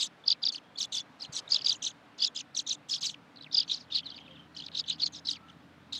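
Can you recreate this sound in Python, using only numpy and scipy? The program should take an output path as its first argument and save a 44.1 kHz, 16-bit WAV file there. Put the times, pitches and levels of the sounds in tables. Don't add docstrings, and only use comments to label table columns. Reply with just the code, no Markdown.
import sys
import numpy as np
from scipy import signal
from scipy.io import wavfile
from scipy.ndimage import uniform_filter1d

SR = 44100
rng = np.random.default_rng(int(sys.argv[2]) if len(sys.argv) > 2 else 0)


def unload_audio(sound):
    columns = np.transpose(np.atleast_2d(sound))
    steps = np.round(np.clip(columns, -1, 1) * 32767)
    wavfile.write(sys.argv[1], SR, steps.astype(np.int16))


def gain_from_db(level_db):
    decades = np.asarray(level_db, float) / 20
    return 10 ** decades


N = 264159

# (start [s], length [ms], from pitch [Hz], to pitch [Hz], level
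# [dB])
WHISTLES = [(0.0, 11.0, 3990, 3300, -30.5), (0.003, 23.4, 5490, 4150, -31.0),
            (0.0221, 16.7, 4070.0, 3570, -32), (0.024, 16.0, 8380.0, 6700, -38.5),
            (0.0429, 8.8, 8500, 6400, -39), (0.0573, 7.6, 3950, 3700, -40), (0.238, 8.9, 3450, 3580, -51),
            (0.2769, 11.0, 5360, 4110, -19), (0.2824, 10, 3730, 3280, -31), (0.3014, 5.2, 5156, 4340, -17),
            (0.301, 11.0, 4150, 3210, -25.5), (0.313, 10.6, 5050, 4440, -24), (0.323, 6.6, 4640, 3240, -25),
            (0.341, 19, 2870, 2110, -60.5), (0.427, 14.5, 4900, 4500, -29.5), (0.434, 9, 4270, 3240, -27),
            (0.4522, 8, 5450, 4280, -24.5), (0.4615, 10.6, 4770, 4620, -23), (0.4699, 6.7, 4450, 3140, -26),
            (0.4834, 12.6, 5330.0, 4220, -24.5), (0.4933, 15.3, 3810.0, 3330.0, -38.0),
            (0.5214, 10.4, 4690.0, 4360.0, -38), (0.5315, 10, 4310.0, 4270, -41),
            (0.5446, 7.4, 3470, 2620, -40.5), (0.5512, 15, 5470, 3920, -36.5),
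            (0.578, 11.0, 3640, 2600, -45), (0.754, 16.0, 3420, 3500, -50),
            (0.783, 8.6, 4480.0, 4450, -32.0), (0.799, 18, 4370, 2850, -32), (0.8084, 17, 6700, 4700, -28),
            (0.8263, 5.5, 5670, 3600, -26.5), (0.8297, 12.7, 4880, 3870.0, -42),
            (0.8405, 14, 3465, 3460, -38), (0.921, 9.9, 4380, 3180, -39.5), (0.924, 13, 7800, 6220, -43),
            (0.9393, 18, 3910, 3200, -32.5), (0.9479, 15, 6640, 4970, -31),
            (0.9634, 16.5, 3450, 3510, -36.5), (0.977, 16.6, 5400, 3910, -30.5),
            (0.9923, 26.5, 3450.0, 3440, -40), (1.0004, 20.7, 7640, 5150, -44.0),
            (1.2036, 14.5, 4320, 3920, -43), (1.2167, 17.3, 5450, 4090, -35.5),
            (1.2314, 19, 4160, 4130.0, -47), (1.2463, 10, 3660, 2530, -44), (1.254, 19, 4400, 4020, -50.5),
            (1.3399, 31, 6170.0, 5420, -38.5), (1.3469, 16.0, 8040.0, 7560.0, -47.0),
            (1.3634, 8.6, 4280, 3770, -30), (1.3718, 9.7, 7220, 5150, -36.0),
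            (1.388, 7.0, 5640, 3660.0, -34), (1.4768, 7.4, 3750.0, 3730, -44),
            (1.5178, 12.3, 5110, 4280, -18.5), (1.5313, 8, 5680, 3400, -23.5),
            (1.5425, 7.0, 5600, 4300, -19), (1.5453, 11.3, 3880, 3250, -30.5),
            (1.5588, 9.4, 4550, 3100, -22.0), (1.5916, 7.0, 3890.0, 2540, -52),
            (1.6098, 6.4, 3730, 2430, -42), (1.616, 11.5, 5560, 3890, -35.5),
            (1.646, 8.5, 5360.0, 4300, -30.5), (1.6569, 13, 4720, 4760, -25.5),
            (1.6657, 8.4, 4530, 3150, -24.5), (1.6834, 4.2, 5300, 4410, -24.5),
            (1.6909, 12.5, 5053, 4470, -20), (1.7024, 6.1, 4300, 3310, -27.0),
            (1.712, 16.6, 4470, 3030, -29.5), (1.7267, 4.55, 6150, 5780, -27),
            (1.817, 19.7, 3650, 2670, -42), (1.8243, 7.0, 6500, 5680.0, -30.5),
            (1.8383, 9.6, 4430, 2720, -35), (1.8465, 10.5, 6740, 5220.0, -27),
            (1.86, 16.8, 4680, 2980, -28), (1.8713, 11.3, 6200, 5700, -33), (2.1889, 15, 3730, 3190, -44.5),
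            (2.2004, 14, 4620, 4130, -37), (2.2145, 9.7, 3450, 3440, -33), (2.22, 12.6, 5010, 4440, -25),
            (2.235, 7.6, 3680, 3320, -28), (2.243, 11.0, 6000, 3620, -23.0),
            (2.2635, 9.3, 3850, 3730, -31.5), (2.2738, 13, 3650, 3340, -41.5),
            (2.358, 12.2, 4300, 3060, -34), (2.362, 4.3, 7760, 5300, -32), (2.371, 10.8, 5050, 4920, -34),
            (2.3864, 9, 4180, 2370, -42), (2.3945, 19, 4765, 2210, -42.5),
            (2.4033, 13.5, 7640, 4610, -39.5), (2.5469, 9.4, 4840, 3530, -35.5),
            (2.564, 8.9, 4430, 2800, -34.5), (2.568, 15, 6840.0, 5090, -28),
            (2.5875, 15.3, 4830, 3050, -29.5), (2.5968, 11, 7430, 5030, -34.5),
            (2.665, 15, 3910, 3480, -37.5), (2.6732, 5.9, 6800, 5330, -31),
            (2.6839, 7.0, 4670, 2930, -34.5), (2.6905, 9.4, 6710, 5030.0, -25.5),
            (2.7006, 22.7, 4680, 3220, -29), (2.7206, 16, 6310, 5820, -32), (2.896, 13, 7360, 5350, -39.0),
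            (2.8968, 5.8, 3640, 3140, -36.5), (2.909, 17, 5160, 4980, -28.5),
            (2.9216, 14.5, 4550, 4250, -30.5), (2.9283, 23.6, 6330.0, 3090, -34),
            (2.9368, 5.5, 3500, 3264, -31), (2.944, 12.7, 5850, 4680, -27.5), (2.9588, 10, 4000, 2900, -35),
            (3.013, 13, 6740, 5900, -37.5), (3.0269, 18.7, 5810, 2710, -31.0),
            (3.042, 15, 4080, 3730, -31.5), (3.0529, 12, 6720, 5220.0, -29.5),
            (3.0654, 10, 5100, 4340, -29.5), (3.083, 7.0, 7440, 5740, -45.5),
            (3.0913, 13, 4280, 2760, -41.5), (3.0967, 11.0, 7600, 5800, -50),
            (3.1417, 7.3, 3620, 2080, -45.0), (3.3585, 7.0, 5260, 3350.0, -50),
            (3.3705, 4.7, 4470.0, 3970, -47), (3.3784, 16.6, 4920, 2710, -54.5),
            (3.408, 8.7, 4200, 3820, -44.5), (3.4227, 6.7, 5340, 2820.0, -48.5),
            (3.4317, 7.5, 5700, 3000.0, -50), (3.4404, 9.7, 4500, 2520, -47),
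            (3.456, 23, 3230, 1780, -55.5), (3.512, 5.8, 3710, 3660.0, -47),
            (3.5424, 12.8, 5100, 4600, -20.5), (3.55, 8.3, 4300, 3110, -26),
            (3.5682, 8.2, 5330, 4100, -21.5), (3.576, 16.5, 5160, 4380, -21),
            (3.5867, 9.6, 4020, 2910, -27), (3.5978, 27, 4290.0, 2710, -36),
            (3.5988, 11.0, 5250, 4550, -23), (3.6777, 8.1, 4500, 4480, -46),
            (3.7009, 6.2, 4280, 3540, -33.5), (3.7118, 12.6, 4350, 3360, -24.5),
            (3.7238, 35.3, 6270, 3650, -35), (3.7797, 10.5, 5360, 4700, -51),
            (3.798, 26, 5770, 3960, -49.5), (3.9, 14, 3200, 2590, -51.5), (3.9197, 9.9, 3640, 3670, -34),
            (3.9299, 12, 3790, 3310, -39), (3.9457, 23.7, 4690, 3784, -25.5), (3.9834, 6, 4990, 3800, -31),
            (3.9902, 6.7, 4270.0, 2420, -35.5), (4, 9.3, 3680, 3300, -44),
            (4.031, 7.6, 3250, 3060.0, -48.5), (4.0555, 23, 4410, 3610, -39),
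            (4.0823, 17, 3680, 3280, -46.0), (4.1009, 8.2, 5060, 3500, -41.5),
            (4.112, 7.6, 5330, 3740, -49), (4.1168, 13.6, 3350.0, 3040, -46.5),
            (4.1423, 10.5, 4000, 3260, -46.5), (4.158, 7.3, 5500, 3870, -54),
            (4.162, 12.6, 4770.0, 4420, -45.5), (4.1755, 7.0, 5440, 2110.0, -45),
            (4.1856, 6.2, 4260, 1830.0, -46.5), (4.206, 20, 3210, 3220, -54.5),
            (4.2587, 14, 3910, 3320, -55.5), (4.2773, 8.2, 2560, 2580.0, -55.5),
            (4.3012, 24.0, 3190.0, 3230, -57), (4.352, 16.0, 3770, 3330.0, -56.5),
            (4.363, 14, 3160, 2300, -58.5), (4.39, 21, 3070, 3110, -55.5),
            (4.5457, 11.0, 4370, 3930.0, -52), (4.5644, 7.0, 3170, 2950.0, -41.5),
            (4.5652, 15, 6200, 3960, -41), (4.583, 15, 4420.0, 4000, -44.5),
            (4.5974, 9.1, 3420, 2700, -41.5), (4.601, 9.9, 5430.0, 3680, -40),
            (4.6188, 10, 3520.0, 3160, -46), (4.6348, 15, 3720, 3340, -46.5),
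            (4.662, 8.4, 5700, 3130, -39.5), (4.6812, 7.6, 5220, 1870, -43), (4.716, 5.5, 4670, 2820, -49),
            (4.7474, 12, 4320, 3390, -32.5), (4.7689, 12.8, 4660, 3160, -30),
            (4.7828, 27, 4170, 3570, -34.0), (4.789, 7.8, 5360, 4760, -30),
            (4.7955, 6.2, 5520, 4210, -24.5), (4.8804, 11.0, 4300, 3180, -37.5),
            (4.8964, 15.4, 4236, 3270, -29), (4.896, 8.4, 8370, 4740, -39), (4.9073, 10, 3150, 2850, -35),
            (4.921, 21.7, 5130.0, 4270, -39.5), (4.9552, 11.0, 5500.0, 4430, -56),
            (4.9962, 15, 4014, 3140, -33.5), (5.0164, 18.3, 4990, 3840, -28),
            (5.0292, 15.6, 4570, 4230, -24), (5.0493, 11.0, 5270, 5300, -43),
            (5.0595, 8.8, 4980, 4040, -28.5), (5.0623, 23, 3780, 3240, -46.5),
            (5.1314, 12, 6550, 5760, -45), (5.146, 9.2, 3950, 3580.0, -41.5), (5.1525, 25, 6040, 4540, -44),
            (5.1857, 7.7, 4010, 3580.0, -47.5), (5.2507, 16.0, 4600, 3630, -43),
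            (5.2676, 10.7, 5630, 3950, -31), (5.2829, 19, 4150, 3620, -27.5), (5.299, 7.0, 6290, 5640, -35),
            (5.3075, 11.7, 5290, 4290, -28.5), (5.3305, 7.5, 5720, 3930, -43),
            (5.3393, 7.7, 3600, 2990.0, -50), (5.348, 15, 4040, 2370, -49.5), (5.3596, 15, 5100, 4160, -53),
            (5.362, 19, 2770, 1820, -58), (5.4819, 10, 3300, 2580, -58.5),
            (5.4929, 15, 3750.0, 2780, -53.5), (5.9269, 11.6, 4140, 3394, -34),
            (5.9513, 6.2, 5310, 3970, -39), (5.9554, 9.5, 4020, 3800.0, -39),
            (5.9778, 12, 4210.0, 3200, -43)]


def swallows(overtone_db=-20):
    run_on, tail_db, lead_db = 0.55, -22, -23
    lowest_hz = 2300
    out = np.zeros(N)
    for s, ms, from_hz, to_hz, db in WHISTLES:
        octave_db = overtone_db + burst(s + 0.005)[1]
        add(out, s, sweep(ms, from_hz, to_hz, db, octave_db))

        long_ms = 2 * run_on * ms
        glide_hz = 2 * run_on * (from_hz - to_hz)
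        middle_s = s + ms / 2000
        middle_hz = (from_hz + to_hz) / 2
        end_hz = max(middle_hz - glide_hz, min(lowest_hz, to_hz))
        add(out, middle_s, sweep(long_ms, middle_hz, end_hz, db + tail_db, octave_db))
        lead_s = middle_s - long_ms / 1000
        if lead_s > 0:
            add(out, lead_s, sweep(long_ms, middle_hz + glide_hz, middle_hz, db + lead_db, octave_db))
    return out


def grain(overtone_db=-20, scatter_s=0.034, late_s=0.0095, count=6):
    fall_hz_per_ms, faint_db = 125.5, -27
    lowest_hz, highest_hz = 2300, 7200
    out = np.zeros(N)
    chance = rng.uniform(-1, 1, (len(WHISTLES), count, 3))
    for (s, ms, from_hz, to_hz, db), glides in zip(WHISTLES, chance):
        hiss_db, bright_db = burst(s + 0.005)
        middle_hz = (from_hz + to_hz) / 2
        for shift, move, strength in glides:
            top_hz = np.clip(middle_hz * (1.25 + 0.4 * move), lowest_hz + 900, highest_hz)
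            low_hz = max(top_hz - fall_hz_per_ms * ms, lowest_hz + 400)
            glide_db = db + faint_db + hiss_db + 5 * strength
            glide_s = max(s + late_s + scatter_s * shift, 0)
            add(out, glide_s, sweep(ms, top_hz, low_hz, glide_db, overtone_db + bright_db))
    return voiced() * out


# (frequency [Hz], gain [dB])
BEAK_AND_MICROPHONE = [(1800, 3.5), (2800, 2.5), (3600, 1.5), (4300, 0.5), (4900, 0.5), (6200, -3.5),
                       (7500, 2.5), (10000, -6.5)]


def sweep(ms, from_hz, to_hz, db, overtone_db, fall_db=-11):
    u = np.linspace(0, 1, round(ms * SR / 1000))
    hz = from_hz + (to_hz - from_hz) * u
    turn = 2 * np.pi * np.cumsum(hz) / SR
    octave = gain_from_db(overtone_db + fall_db * (hz - 3000) / 1000) * np.sin(2 * turn)
    swell = abs(np.sin(np.pi * u)) ** 1.05
    return np.sqrt(2) * gain_from_db(db + read(BEAK_AND_MICROPHONE, hz)) * swell * (np.sin(turn) + octave)


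# (start [s], length [s], hiss level [dB], brightness [dB])
TWITTER = [(0.0, 0.076, 12, 1.5), (0.24, 0.098, 0.5, -11.5), (0.42, 0.078, 0.5, -11), (0.519, .069, 6, 3.5),
           (0.773, 0.086, 9.5, 1.5), (0.921, 0.084, 11, 0.5), (1.188, 0.075, 6, 5), (1.323, 0.079, 14, -3),
           (1.49, 0.15, 4.5, -5), (1.644, 0.13, 6, -3), (1.823, 0.094, 7, -3), (2.178, 0.101, 9, -3),
           (2.348, 0.068, 7.8, -5), (2.55, 0.078, 4, -2.5), (2.666, 0.089, 6.5, -4.5), (2.886, .11, 8.5, 1),
           (3.008, .14, 11, 0), (3.322, .17, -10, -7), (3.512, 0.26, 2.5, -9.5), (3.68, .21, 10, -4),
           (3.901, .11, 9, -7), (4.041, 0.36, 3.5, -9), (4.55, 0.14, 6, 0), (4.723, 0.09, 9.5, -4),
           (4.84, 0.12, 8, -14), (4.983, .1, 6, -6.5), (5.123, 0.078, 10.5, -7), (5.25, 0.12, 8, 0.5),
           (5.465, 0.088, 8, 3), (5.925, .08, 13.5, 3)]


def burst(t):
    start, length, hiss_db, bright_db = np.transpose(TWITTER)
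    last = np.maximum(np.searchsorted(start, t, "right") - 1, 0)
    return hiss_db[last], bright_db[last]


def voiced():
    t = np.arange(N) / SR
    sounding = sum((t >= start) & (t < start + length) for start, length, *colour in TWITTER)
    return uniform_filter1d(np.minimum(sounding, 1.), size=132)


# (frequency [Hz], gain [dB])
PATCHY_NOISE_TILT = [(400, -74.5), (1000, -28.5), (1900, -22), (2700, -11.5), (4000, -8), (6000, -15.5),
                     (8000, -28), (10000, -44), (12500, -47.5), (15500, -66)]


def patchy_noise(calls, spread_hz=1200, near_db=-7, wide_db=-6, bright_db=-5, patchy_db=4.5):
    hz, t, z = signal.stft(calls, SR, nperseg=512, noverlap=384)
    power = abs(z) ** 2
    held = uniform_filter1d(power, size=15, axis=1)
    near = gain_from_db(near_db) ** 2 * uniform_filter1d(held, max(round(spread_hz / hz[1]), 1), 0)
    wide = gain_from_db(wide_db) ** 2 * power.mean(0)
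    whistled_high = held[(hz > 5800) & (hz < 8500)].sum(0)
    high = gain_from_db(bright_db) ** 2 * whistled_high * (hz > 6000)[:, None]

    a, b, patches = rng.standard_normal((z.shape[1], len(hz), 3)).T
    hiss_db, treble_db = burst(t)
    treble_share = np.clip((hz[:, None] - 6500) / 2000, 0, 1.5)
    gain_db = read(PATCHY_NOISE_TILT, hz)[:, None] + hiss_db + treble_db * treble_share
    gain_db = gain_db + patchy_db * smooth_patches(patches, 9, 5)
    size = np.sqrt(abs(near + wide + high)) * gain_from_db(gain_db)
    return voiced() * signal.istft((a + 1j * b) * size, nperseg=512, noverlap=384)[1][:N]


def echoes(calls, t60=0.06, db=-22):
    t = np.arange(60, 6000, 22) + rng.integers(0, 22, 270)
    taps = np.zeros(6100)
    taps[t] = rng.choice([-1., 1.], 270) * gain_from_db(-60 * t / SR / t60)
    return gain_from_db(db) * signal.fftconvolve(calls, taps / np.linalg.norm(taps))[:N]


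# (start [s], frequency [Hz], peak level [dB], length [s])
PERCH_THUD = [(1.289, 145, -42.5, 0.0175)]


def thud():
    out = np.zeros(N)
    for s, hz, db, length in PERCH_THUD:
        t = np.arange(round(length * SR)) / SR
        push = np.cos(2 * np.pi * hz * (t - length / 2))
        add(out, s, gain_from_db(db) * push * np.hanning(len(t)))
    return out


# (start [s], length [s], frequency [Hz], width [Hz], level [dB])
FAR_WHISTLES = [(0.612, 0.14, 3260, 60, -73), (4.0, 0.51, 3098, 400, -60.5), (4.24, 0.14, 530, 17, -66),
                (4.818, 0.05, 3780, 90, -75), (5.277, 0.33, 1325, 74, -64.5)]


def far_whistles():
    out = np.zeros(N)
    for s, length, hz, width_hz, db in FAR_WHISTLES:
        t = np.arange(round(length * SR)) / SR
        a, b = rng.standard_normal((SR, 2))[:len(t)].T
        r = np.exp(-np.pi * width_hz / SR)
        blur = signal.lfilter([1], [1, -2 * r, r * r], a + 1j * b)
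        tone = evened((blur * np.exp(2j * np.pi * hz * t)).real)
        add(out, s, gain_from_db(db) * tone * signal.windows.tukey(len(t), 0.5))
    return out


# (time [s], firing rate before waver [Hz], hum level [dB], octave level [dB])
FAR_ENGINE = [(2.0, 69.7, -84.5, -84), (3.302, 73.2, -89, -67.5), (3.9, 83.3, -70.5, -68.5),
              (4.901, 79.5, -70.5, -62.5), (5.99, 87, -70, -74.5)]


def engine(waver=0.011):
    s, *columns = np.transpose(FAR_ENGINE)
    t = np.arange(N) / SR
    hz, hum_db, octave_db = (np.interp(t, s, c) for c in columns)
    turn = 2 * np.pi * np.cumsum(hz * (1 + waver * slow_noise(3000))) / SR
    return np.sqrt(2) * (gain_from_db(hum_db) * np.sin(turn) + gain_from_db(octave_db) * np.sin(2 * turn))


# (frequency [Hz], relative density [dB])
RUMBLE_SPECTRUM = [(25, -34), (45, -29.5), (63, -32), (123, -3.5), (204, -5.5), (285, -0.5), (312, -3),
                   (345, -27), (450, -48.5)]
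# (time [s], level [dB])
RUMBLE_COURSE = [(0, -63), (1.6, -61), (2.2, -62), (3, -61), (4.2, -59.5), (5.5, -58), (5.99, -59.5)]


def rumble():
    return noise(RUMBLE_SPECTRUM, RUMBLE_COURSE, patchy_db=0.0, size=2048)


# (frequency [Hz], relative density [dB])
TRAFFIC_SPECTRUM = [(250, -48.5), (380, -6.5), (800, -6.5), (1500, -8.5), (2100, -13), (3700, -18),
                    (5700, -28.5), (8400, -36.5), (11000, -42.5), (15500, -57.5)]
# (time [s], level [dB])
TRAFFIC_COURSE = [(0, -59.5), (0.698, -60), (1.148, -59), (1.501, -55), (1.901, -59), (2.5, -60.5),
                  (4, -60.5), (5.99, -60.5)]


def traffic_wash():
    return noise(TRAFFIC_SPECTRUM, TRAFFIC_COURSE, patchy_db=0.8, size=1024)


def noise(spectrum, level, patchy_db, size):
    hz = np.fft.rfftfreq(size, 1 / SR)
    a, b, patches = rng.standard_normal((4 * N // size + 5, len(hz), 3)).T
    gain_db = read(spectrum, hz)[:, None] + patchy_db * smooth_patches(patches, 12, 12)
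    z = (a + 1j * b) * gain_from_db(gain_db)
    sound = evened(signal.istft(z, nperseg=size, noverlap=3 * size // 4)[1][:N])
    return sound * gain_from_db(np.interp(np.arange(N) / SR, *np.transpose(level)))


def smooth_patches(x, bins, frames):
    return evened(uniform_filter1d(uniform_filter1d(x, bins, 0), frames, 1))


def slow_noise(samples):
    return evened(uniform_filter1d(uniform_filter1d(rng.standard_normal(N), samples), samples))


def evened(x):
    return x / np.sqrt(np.mean(x ** 2) + 1e-20)


def read(points, hz):
    f, value = np.transpose(points)
    return np.interp(np.log(hz + 1), np.log(f + 1), value)


def add(mix, s, sound):
    part = mix[round(s * SR):][:len(sound)]
    part += sound[:len(part)]


def scene():
    flutter_db = 2.7 * slow_noise(50)
    calls = (swallows() + grain()) * gain_from_db(flutter_db)
    near = calls + patchy_noise(calls) + echoes(calls)
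    background = traffic_wash() + rumble() + engine() + far_whistles()
    return (near + background + thud())[None]


def band_limit(x):
    return signal.sosfilt(signal.butter(12, 15700, fs=SR, output="sos"), x)


def record(dry):
    return band_limit(dry)


dry = scene()
out = record(dry)
unload_audio(out)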